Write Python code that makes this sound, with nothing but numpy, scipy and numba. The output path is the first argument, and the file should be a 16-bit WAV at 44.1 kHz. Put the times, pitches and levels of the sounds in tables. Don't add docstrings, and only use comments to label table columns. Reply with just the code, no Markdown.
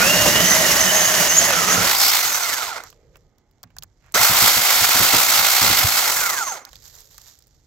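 import sys
import numpy as np
from scipy import signal
from scipy.fft import rfft, irfft, next_fast_len
from scipy.io import wavfile
from scipy.ndimage import uniform_filter1d
from numba import njit

SR = 44100
rng = np.random.default_rng(int(sys.argv[2]) if len(sys.argv) > 2 else 0)


def unload_wav(signal):
    wavfile.write(
        sys.argv[1],
        SR,
        np.round(np.clip(np.atleast_2d(signal).T, -1, 1) * 32767).astype(np.int16),
    )


def voltage_ratio(level):
    return 10 ** (np.asarray(level, float) / 20)


N = 337806
T = np.arange(N) / SR
SIZE = next_fast_len(N + SR // 10)
FREQ = np.maximum(np.arange(SIZE // 2 + 1) * SR / SIZE, 1)

# frequency in Hz, level per hertz in dB.
BURIED_COLOUR = [(18, -45), (30, -11), (145, -6), (174, -1.5), (437, -12.5), (616, -4.5), (913, -7),
                 (1910, -5.5), (2540, -11.5), (2980, -9.5), (3980, -11.5), (6380, -8.5), (8980, -20),
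                 (11700, -9), (16000, -14)]
# frequency in Hz, level per hertz in dB.
FREE_COLOUR = [(18, -38.5), (30, -8), (100, -5.5), (210, -10.5), (252, -8), (404, -8.5), (702, 4),
               (1350, 6), (1720, 0.5), (2120, -2), (2830, -11), (5600, -8.5), (7470, -8), (9460, -13.5),
               (12600, 1.5), (16000, -3.5)]
# frequency in Hz, width in Hz, level in dB.
HOUSING = [(847, 200, -1.5), (1397, 220, 2), (2087, 280, 2), (4270, 120, 1.5), (6200, 230, -5.5),
           (7450, 580, -7)]
# time in seconds, tone in Hz,
# level in dB.
ROUGH_TONE = [(0.0, 1340, -23.5), (0.102, 1770, -39), (0.55, 1984, -26), (1.1, 1755, -36), (1.45, 1950, -34),
              (1.55, 1400, -27), (1.64, 1185, -28), (1.82, 1410, -27.5), (1.95, 2100, -43.5)]
# frequency in Hz, 60 dB decay in seconds, level in dB.
LOG_MODES = [(65, 0.25, 0.5), (105.5, 0.098, 11.5), (169, 0.22, 1.5), (247, 0.18, -0.5)]
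# time in seconds, peak in dB, knock minus thud in dB.
KICKS = [(0.201, -21.5, -2.5), (0.256, -19.5, 11), (0.799, -34.5, 12.5), (1.205, -31, 11), (1.386, -30, 6),
         (1.78, -21.5, 8.5), (3.644, -42, -20), (4.148, -36, 17), (4.197, -26, -8.5), (4.298, -21.5, 3.5),
         (4.358, -52, 0.5), (4.423, -23, 7), (4.568, -28, 11.5), (4.816, -25.5, -3), (4.95, -31, 11),
         (5.001, -20.5, 7), (5.136, -22.5, 13), (5.389, -31, 1.5), (5.617, -22, 9.5), (5.639, -27.5, -4.5),
         (5.668, -28, 0.5), (5.7, -21.5, 2), (5.85, -27.5, -3), (5.939, -58, 19)]
# frequency in Hz, level per hertz in dB.
LEAVES_COLOUR = [(240, -44), (598, -10.5), (1160, -10), (1960, -10), (2600, -15.5), (3900, -6.5),
                 (7170, -2.5), (9920, -34), (12100, -2.5), (16000, -18)]
# frequency in Hz, level per hertz in dB.
WOODS_COLOUR = [(120, -33.5), (200, 5), (468, -2.5), (655, -6.5), (832, -4), (1020, -11.5), (1770, -16.5),
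                (2120, -12), (2500, -26.5), (3500, -19.5), (4550, -57.5), (7700, -120)]
# frequency in Hz, likeness from 0 to 1.
LIKENESS = [(60, 0.94), (130, 0.9), (290, 0.8), (640, 1), (1410, 0.8), (3100, 0.6), (6820, 0.5), (15000, 0)]
# frequency in Hz, left minus right in dB.
PORTS = [(60, -0.5), (110, -4), (200, -5.5), (380, -6), (700, -1.5), (1290, -7), (2380, -4.5), (4400, -9),
         (8120, 1), (15000, 5)]
# time in seconds, spread in seconds, level in dB.
SCRAPES = [(3.02, 0.069, -74), (3.16, 0.012, -57.5), (3.68, 0.045, -72.5), (4.08, 0.04, -59.5)]
# time in seconds, sprocket turns in Hz.
LABOUR = [(0, 36), (.04, 38), (.1, 42.5), (.2, 43.2), (.3, 42.4), (.5, 47.7), (.62, 44), (.7, 43.4),
          (.8, 45.5), (1.15, 44.7), (1.3, 42.6), (1.37, 48.3), (1.45, 47.5), (1.55, 35), (1.64, 29),
          (1.72, 32), (1.82, 33.5), (1.92, 57)]
# time in seconds, sprocket turns in Hz.
RESTART = [(4.13, 57), (4.14, 20), (4.165, 35), (4.185, 48), (4.21, 54), (4.24, 60), (4.29, 53), (5.9, 56)]
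# time in seconds, nearness in dB, push into the log in dB.
HAND = [
    [(0.0, 3, 8), (0.35, 1, 10.5), (1.1, 0, -2), (1.29, 0, 1), (1.37, -1, -0.5), (1.64, 1, 1.5),
     (1.75, 2.5, 7.5), (1.92, -2.5, 1), (2.11, -2, -4.5)],
    [(4.14, 7, -6), (4.2, 2, -23), (4.32, 2, 1.5), (4.66, 0.5, -3), (5.11, 1, 0), (5.48, 0.5, -1.5),
     (5.67, 0.5, -5), (5.8, -1, 1.5), (6.0, -1, -4)],
]
# low edge in Hz, high edge in Hz, buried level in dB,
# free level in dB, loss per halved speed in dB, turns a second below which it falls silent.
PARTS = [(370, 2570, -20, -23, 6.5, 1.6), (2663, 4930, -24, -20.5, 8, 10.5),
         (5620, 8120, -21, -23.5, 7, 17), (8600, 22200, -21, -20, 12.5, 15),
         (34, 400, -36, -41.5, 4.5, 1.5)]
# time in seconds, spread in seconds, level in
# dB.
PLATE_RINGS = [(.5, 0.058, -18.5), (2.3, 0.11, -27), (.82, 0.017, -26), (1.01, 0.12, -20),
               (1.39, 0.079, -19), (1.71, 0.035, -26), (1.86, 0.0064, -33)]
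# time in seconds, spread in seconds, level in dB.
FREED_RASP = [
    (2.03, 0.072, -19),
]
# time in seconds, peak in dB, frequency in Hz, body minus peak in dB.
GRIT = [(2.837, -20.5, 6030, -2), (2.902, -28.5, 6200, -19), (2.927, -32, 2960, -8),
        (3.157, -29.5, 2660, -9.5), (3.169, -39, 7370, -7.5), (3.383, -43, 5360, -10),
        (3.512, -46, 5260, -18.5), (3.631, -22.5, 6300, -15.5), (3.636, -22, 3980, -7.5),
        (3.704, -42, 2210, -7), (3.766, -29, 6600, -1), (3.785, -16, 5830, -23), (3.824, -17.5, 3250, -18),
        (3.834, -20, 6800, -10.5), (4.062, -50, 7600, -13), (4.122, -30.5, 8000, -17.5)]
# time in seconds, peak in dB, frequency in Hz, body minus peak in dB.
TWIGS = [(6.651, -19, 5290, -19), (6.691, -28, 4100, -24), (6.731, -26, 3860, -6.5),
         (6.756, -22, 4240, -24), (6.88, -34, 6700, -25), (6.963, -33, 7210, -9), (7.005, -27, 6880, -19),
         (7.144, -31.5, 5000, -14), (7.18, -21.5, 6440, -10.5), (7.216, -29, 6190, -29),
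         (7.275, -31, 6330, -29), (7.311, -41, 4770, -26), (7.389, -35, 7050, -34),
         (7.423, -37.5, 4820, -33), (7.44, -47, 5500, -30), (7.47, -40, 7200, -28.5),
         (7.479, -45, 7000, -30), (6.712, -40, 4200, -20), (7.062, -40, 6500, -25)]
# start in seconds, end in seconds, level in dB, crisp top in dB.
RUSTLES = [(2.828, 2.875, -50, -67), (2.9, 3.23, -79.5, -94.5), (4.074, 4.142, -71, -90),
           (6.6, 6.79, -56, -68), (6.858, 6.999, -50, -54), (7.06, 7.123, -60.5, -62),
           (7.173, 7.316, -52, -58), (7.398, 7.66, -72.5, -86)]
# time in seconds, spread in seconds, level in dB.
MOAN = [(3.05, 0.16, -61), (6.95, 0.28, -67.5), (7.6, .03, -79)]
# time in seconds, spread in seconds, level in dB.
GUSTS = [(2.9, .1, -56.5), (3.17, .08, -55.5), (3.82, 0.067, -54), (4.08, 0.083, -59), (6.75, 0.12, -58),
         (7.0, .25, -65), (7.57, .04, -55.5)]

START_S, RELEASES_S = 4.14, (2.1, 5.95)
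COAST_S = (0.78, 0.72)
FREE_HZ, STALL_HZ = 60, 25
BREAKS_S, OPENS_S = 1.8, 0.12
SURGE_DB, SURGE_S = 6, 0.1
PLATE_HZ = 6390
DROP_S, DROP_SPREAD_S, DROP_HZ, DROP_DB = 5.853, 0.008, 100, -14
REST_DB = 16.5
STILL_DB, LEAVES_PAN_DB = -76.5, -10.5
SAW_LEAD, GROUND_LEAD = 5, -4


def curves(tables):
    rows = np.vstack(tables)
    s, *columns = rows[np.argsort(rows[:, 0])].T
    return [np.interp(T, s, column) for column in columns]


def along(table):
    hz, value = np.transpose(table)
    return np.interp(np.log(FREQ), np.log(hz), value)


def shape(x, gain):
    return irfft(rfft(x, SIZE) * gain, SIZE)[..., :N]


def unit(x):
    return x / np.sqrt(np.mean(x ** 2))


def band(lo_hz, hi_hz):
    return 1 / np.sqrt((1 + (lo_hz / FREQ) ** 12) * (1 + (FREQ / hi_hz) ** 12))


def noise():
    return rng.standard_normal((3, N))


def walk(rate):
    hold = int(SR / rate)
    steps = np.repeat(rng.standard_normal(N // hold + 1), hold)
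    return uniform_filter1d(steps, hold)[:N] * 1.2


def pan(db):
    return voltage_ratio(np.array([0 * db, db / 2, -db / 2]).reshape(3, -1))


def swells(rows):
    return sum(voltage_ratio(db - 6.0 * ((T - s) / spread) ** 2) for s, spread, db in rows)


def by_run(pair):
    return np.where(T < START_S, *pair)


@njit
def moving_band(x, hz, width):
    y, mid, low = np.empty(len(x)), 0., 0.
    for i in range(len(x)):
        g, k = np.tan(np.pi * hz[i] / SR), width / hz[i]
        v = (mid + g * (x[i] - low)) / (1 + g * (g + k))
        mid = 2 * v - mid
        low += 2 * g * v
        y[i] = k * v
    return y


def ringing(hz, width_hz, flutter_db, pan_db):
    hz = hz * (1 + 0.027 * walk(40))
    rows = [moving_band(moving_band(row, hz, width_hz), hz, width_hz) for row in noise()]
    return unit(np.array(rows)) * voltage_ratio(flutter_db * walk(45)) * pan(pan_db)


def speed():
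    coast_s = np.maximum(T - by_run(RELEASES_S), 0)
    left = np.clip(1 - coast_s / by_run(COAST_S), 0.04, 1)
    return np.minimum(curves([LABOUR, RESTART])[0], FREE_HZ * left), coast_s


def buried_share():
    return np.clip(1 - (T - BREAKS_S) / OPENS_S, 0, 1)


def mix(pair):
    buried = buried_share()
    return buried * pair[0] + (1 - buried) * pair[1]


def coasting_share():
    return np.clip(speed()[1] / 0.25, 0, 1)


def restart_surge():
    return SURGE_DB * (T >= START_S) * np.exp(-np.abs(T - START_S) / SURGE_S)


def housing_gain(hz):
    return np.sqrt(1 + sum((voltage_ratio(db) / (1 + (2 * (hz - f) / w) ** 2)) ** 2 for f, w, db in HOUSING))


def gear_levels(push_db):
    turns_hz, coast_s = speed()
    buried, coasting, surge_db = buried_share(), coasting_share(), restart_surge()
    creep = np.clip(1 - turns_hz / STALL_HZ, 0, 1)
    strain_db = 2.4 * buried * np.maximum(39 - turns_hz, 0)
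    load_db = 0.4 * buried * push_db
    bite_db = 14 * (T >= START_S) * np.exp(-((T - START_S - 0.04) / 0.04) ** 2)
    ring_out_db = by_run((10, 12.5)) * coasting
    pinch_db = -4 * buried * np.clip((T - 1.33) / 0.065, 0, 1)
    motor_db = mix((-30, -36.5)) + load_db + bite_db + 0.22 * surge_db - 0.7 * strain_db - 54 * coast_s
    mesh_db = mix((-37.5, -45)) + 0.1 * strain_db + bite_db + 2.2 * surge_db + ring_out_db - 20 * creep ** 2
    whine_db = mix((-33, -46.5)) + pinch_db + load_db - strain_db - 18 * creep ** 2
    whine_db += ring_out_db * np.clip(2.8 - turns_hz / 15, -0.2, 1.05)
    return motor_db, mesh_db, whine_db


def gears(push_db):
    turns_hz, _ = speed()
    buried, coasting = buried_share(), coasting_share()
    motor_db, mesh_db, whine_db = gear_levels(push_db)
    waver = 1 + (0.005 * buried + 0.006 * coasting) * walk(60)
    lines = [(13.9, motor_db - 3 + 2 * buried, 1, 900),
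             (40.7, mesh_db - 5, -3, 2600),
             (66, whine_db - 1 + 4.5 * buried, 6, 3200),
             (114, mesh_db - 2, 0, 1700)]
    out = 0
    for order, db, pan_db, top_hz in lines:
        jitter_hz = (19 + 8 * coasting + 0.016 * order * turns_hz * buried) * walk(450)
        hz = order * turns_hz * waver + jitter_hz
        phase = 2 * np.pi * (np.cumsum(hz) / SR + np.array([[0], [1], [-1]]) / 8)
        bloom = housing_gain(hz) ** 2.3 / 1.15 / (1 + (hz / top_hz) ** 8)
        bloom /= 1 + (min(top_hz / 3, 560) / np.maximum(hz, 1)) ** 4
        flutter_db = 2.4 * walk(60) + 1.6 * buried * walk(9) + 1.2 * coasting * walk(28)
        out = out + np.sqrt(2) * np.sin(phase) * voltage_ratio(db + 1.5 + flutter_db) * bloom * pan(pan_db)
    return out


def part_levels(near_db, push_db):
    turns_hz, _ = speed()
    shaded_db = by_run((-2, -5)) * coasting_share()
    hand_db = [near_db + restart_surge() / 2, near_db + shaded_db, near_db, near_db, push_db]
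    slowness = np.log2((turns_hz + 3.1) / FREE_HZ)
    levels = []
    for hand, (_, _, buried_db, free_db, slow_db, silent_hz) in zip(hand_db, PARTS):
        rest = np.clip(1 - turns_hz / (silent_hz * by_run((1.03, 0.73))), 0, 1)
        levels.append(hand + mix((buried_db, free_db)) + slow_db * slowness - REST_DB * rest)
    return levels


def saw():
    near_db, push_db = curves(HAND)
    turns_hz, coast_s = speed()
    buried, coasting = buried_share(), coasting_share()
    wobble_db = mix((0.6, 3)) + (4.5 - 3) * coasting
    turn = np.cumsum(turns_hz * (1 + 0.08 * walk(12))) / SR
    swell_db = 0.39 * wobble_db * (1.5 + 0.5 * walk(14)) * np.cos(2 * np.pi * turn)
    slap = voltage_ratio(swell_db + 0.5 * walk(16) + walk(70))
    clatter = noise() * slap * (1 + np.exp(-(6 * turn % 1) / 0.3)) * voltage_ratio(0.89 * walk(900))
    out = gears(push_db) * slap
    levels = part_levels(near_db, push_db)
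    for (lo, hi, *_), db in zip(PARTS, levels):
        wood = unit(shape(clatter, voltage_ratio(along(BURIED_COLOUR)) * band(lo, hi)))
        air = unit(shape(clatter, voltage_ratio(along(FREE_COLOUR)) * housing_gain(FREQ) ** 0.95 * band(lo, hi)))
        out = out + voltage_ratio(db + 0.69 * walk(30)) * (np.sqrt(buried) * wood + np.sqrt(1 - buried) * air)
    plate = voltage_ratio(levels[2] + by_run((-7, 2))) * ringing(PLATE_HZ + 0 * T, 500., 3, -2)
    plate = plate * np.clip(1.5 - turns_hz / 32, 0, 1) * (1 - buried)
    plate += swells(FREED_RASP) * ringing(5000 + 0 * T, 1700.0, 2.6, 1.8)
    spin_up = np.where(T < START_S, 1, np.clip((T - START_S) / 0.0039, 0, 1))
    stop = np.clip((by_run(COAST_S) + by_run((0.02, 0.04)) - coast_s) / 0.04, 0, 1)
    dip = 1 - 0.33 * np.exp(-((T - DROP_S) / DROP_SPREAD_S) ** 2)
    return (out + plate) * spin_up * stop * dip * pan(0.76 + by_run((-2.5, -1.8)) * coasting)


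def cut():
    tone_hz, tone_db = curves([ROUGH_TONE])
    out = voltage_ratio(tone_db) * ringing(tone_hz, 150., 1.6, -16.0)
    plate = ringing(PLATE_HZ + 0 * T, 500.0, 3.5, 0.98)
    out += voltage_ratio(-42) * plate
    for hz, db in [(62, -59.0), (108, -50.0), (180, -37.5)]:
        out += voltage_ratio(db) * ringing(hz + 0 * T, 16.0, 2.9, 0.)
    return out * np.clip((ROUGH_TONE[-1][0] - T) / 0.046, 0, 1) + plate * swells(PLATE_RINGS)


def woods():
    hush = unit(shape(noise(), voltage_ratio(along(WOODS_COLOUR)) * band(200, 3500)))
    hush = hush * voltage_ratio(-67.5 + by_run((0., -3.)) + walk(28))
    hum = voltage_ratio(-84) * np.sin(2 * np.pi * 1245 * T) * np.clip((3.5 - T) / 0.12, 0, 1)
    return hush + hum


def kicks():
    s, thud_db, knock_db = np.transpose(KICKS)
    blows, t = np.zeros((2, N)), T[:SR // 4]
    blows[:, (s * SR).astype(int)] = voltage_ratio([thud_db, thud_db + knock_db])
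    modes = sum(voltage_ratio(db - 60 * t / t60) * np.sin(2 * np.pi * hz * t) for hz, t60, db in LOG_MODES)
    thud = signal.fftconvolve(blows[0], modes * (1 - np.exp(-t / 0.0035)))[:N] * voltage_ratio(-9.5)
    thud = shape(thud, band(60, 600))
    knock_decay = signal.fftconvolve(blows[1], voltage_ratio(-60 * t / 0.18))[:N]
    knock = knock_decay * unit(shape(noise(), band(140, 1200))) * voltage_ratio(-8.5)
    after_s = T - DROP_S
    drop = -voltage_ratio(DROP_DB) * np.cos(2 * np.pi * DROP_HZ * after_s) * np.exp(-(after_s / DROP_SPREAD_S) ** 2)
    return thud + knock + drop


def heard():
    return np.clip((speed()[1] - 0.7) / 0.069, 0, 1)


def wind():
    gust = voltage_ratio(-60) + swells(GUSTS)
    rumble = unit(shape(noise(), band(28, 150) * (60 / FREQ) ** 0.36)) * gust * voltage_ratio(-2 + 1.5 * walk(17))
    moan = (voltage_ratio(-86.0) + swells(MOAN)) * unit(shape(noise(), band(380, 520)))
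    return (rumble + moan) * heard()


def leaves():
    s, end, loud_db, top_db = np.transpose(RUSTLES)[..., None]
    stir = np.clip((T - s) / 0.078 + 1, 0, 1) * voltage_ratio(-20 * np.maximum(T - end, 0) / 0.071)
    rustle = voltage_ratio(STILL_DB) + (voltage_ratio(loud_db) * stir).sum(0)
    crisp = voltage_ratio(STILL_DB - 23) + (voltage_ratio(top_db) * stir).sum(0)
    grains = (rng.random(N) < 700 / SR) * voltage_ratio(2.7 * rng.exponential(size=N))
    grains = signal.lfilter([1], [1, -np.exp(-1 / (0.0006 * SR))], grains)
    crackle = noise() * (unit(grains) + 0.99) * voltage_ratio(1.3 * walk(30)) * pan(LEAVES_PAN_DB - 0.5)
    colour = voltage_ratio(along(LEAVES_COLOUR))
    out = rustle * unit(shape(crackle, colour * band(300, 9500)))
    out += crisp * unit(shape(crackle, colour * band(10000, 17500)))
    return out * heard() + swells(SCRAPES) * unit(shape(crackle, band(460, 2500)))


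def snaps():
    out, t = np.zeros((3, N + SR)), T[:SR // 20]
    body = signal.butter(2, [650, 1860], "band", fs=SR)
    edge = signal.butter(2, [10500, 17000], "band", fs=SR)
    for s, db, hz, body_db in GRIT + TWIGS:
        edge_db, pan_db = (-9, -8) if s < START_S else (-10, -12)
        edge_db += 7 * np.log2(hz / 5000)
        crack = rng.standard_normal((3, len(t)))
        resonance = signal.butter(1, [hz / 1.24, hz * 1.3], "band", fs=SR)
        ring = 2.0 * signal.lfilter(*resonance, crack)
        ring += voltage_ratio(edge_db + 9.0) * signal.lfilter(*edge, crack)
        snap = ring * (voltage_ratio(-60 * t / 0.0032) + voltage_ratio(-12.0 - 60 * t / 0.019))
        snap += voltage_ratio(body_db + 4.5) * signal.lfilter(*body, crack) * voltage_ratio(-60 * t / 0.032)
        onset = 1 - np.exp(-t / 0.0006)
        out[:, int(s * SR):][:, :len(t)] += voltage_ratio(db - 1) * snap * onset * pan(pan_db + 4)
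    return out[:, :N]


def scene():
    tool = saw() + cut() + kicks()
    floor = woods() + wind() + leaves() + snaps()
    like = np.clip(along(LIKENESS), 0, 1)
    lean = voltage_ratio(along(PORTS) / 2)
    turn, back = (np.exp(2j * np.pi * FREQ * lead / SR / (1 + (FREQ / 2700) ** 2))
                  for lead in (SAW_LEAD, GROUND_LEAD))
    alike_power = like * np.abs(lean * turn + 1 / lean) ** 2
    apart_power = (1 - like) * (lean ** 2 + lean ** -2)
    mean = np.sqrt(alike_power + apart_power) / 2
    early = shape(tool[0], turn) + shape(floor[0], back)
    ports = [(early, tool[1] + floor[1], lean),
             (tool[0] + floor[0], tool[2] + floor[2], 1 / lean)]
    return np.array([shape(shared, np.sqrt(like) * gain / mean) + shape(own, np.sqrt(1 - like) * gain / mean)
                     for shared, own, gain in ports])


def low_pass(x):
    return signal.sosfilt(signal.butter(12, 16670, fs=SR, output="sos"), x)


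def record(dry):
    top_hz = 15850
    limited = np.tanh(0.74 * dry) / 0.86
    finished = shape(limited, band(8, 2 * top_hz) / (1 + (FREQ / top_hz) ** 180))
    return low_pass(finished)


dry = scene()
out = record(dry)
unload_wav(out)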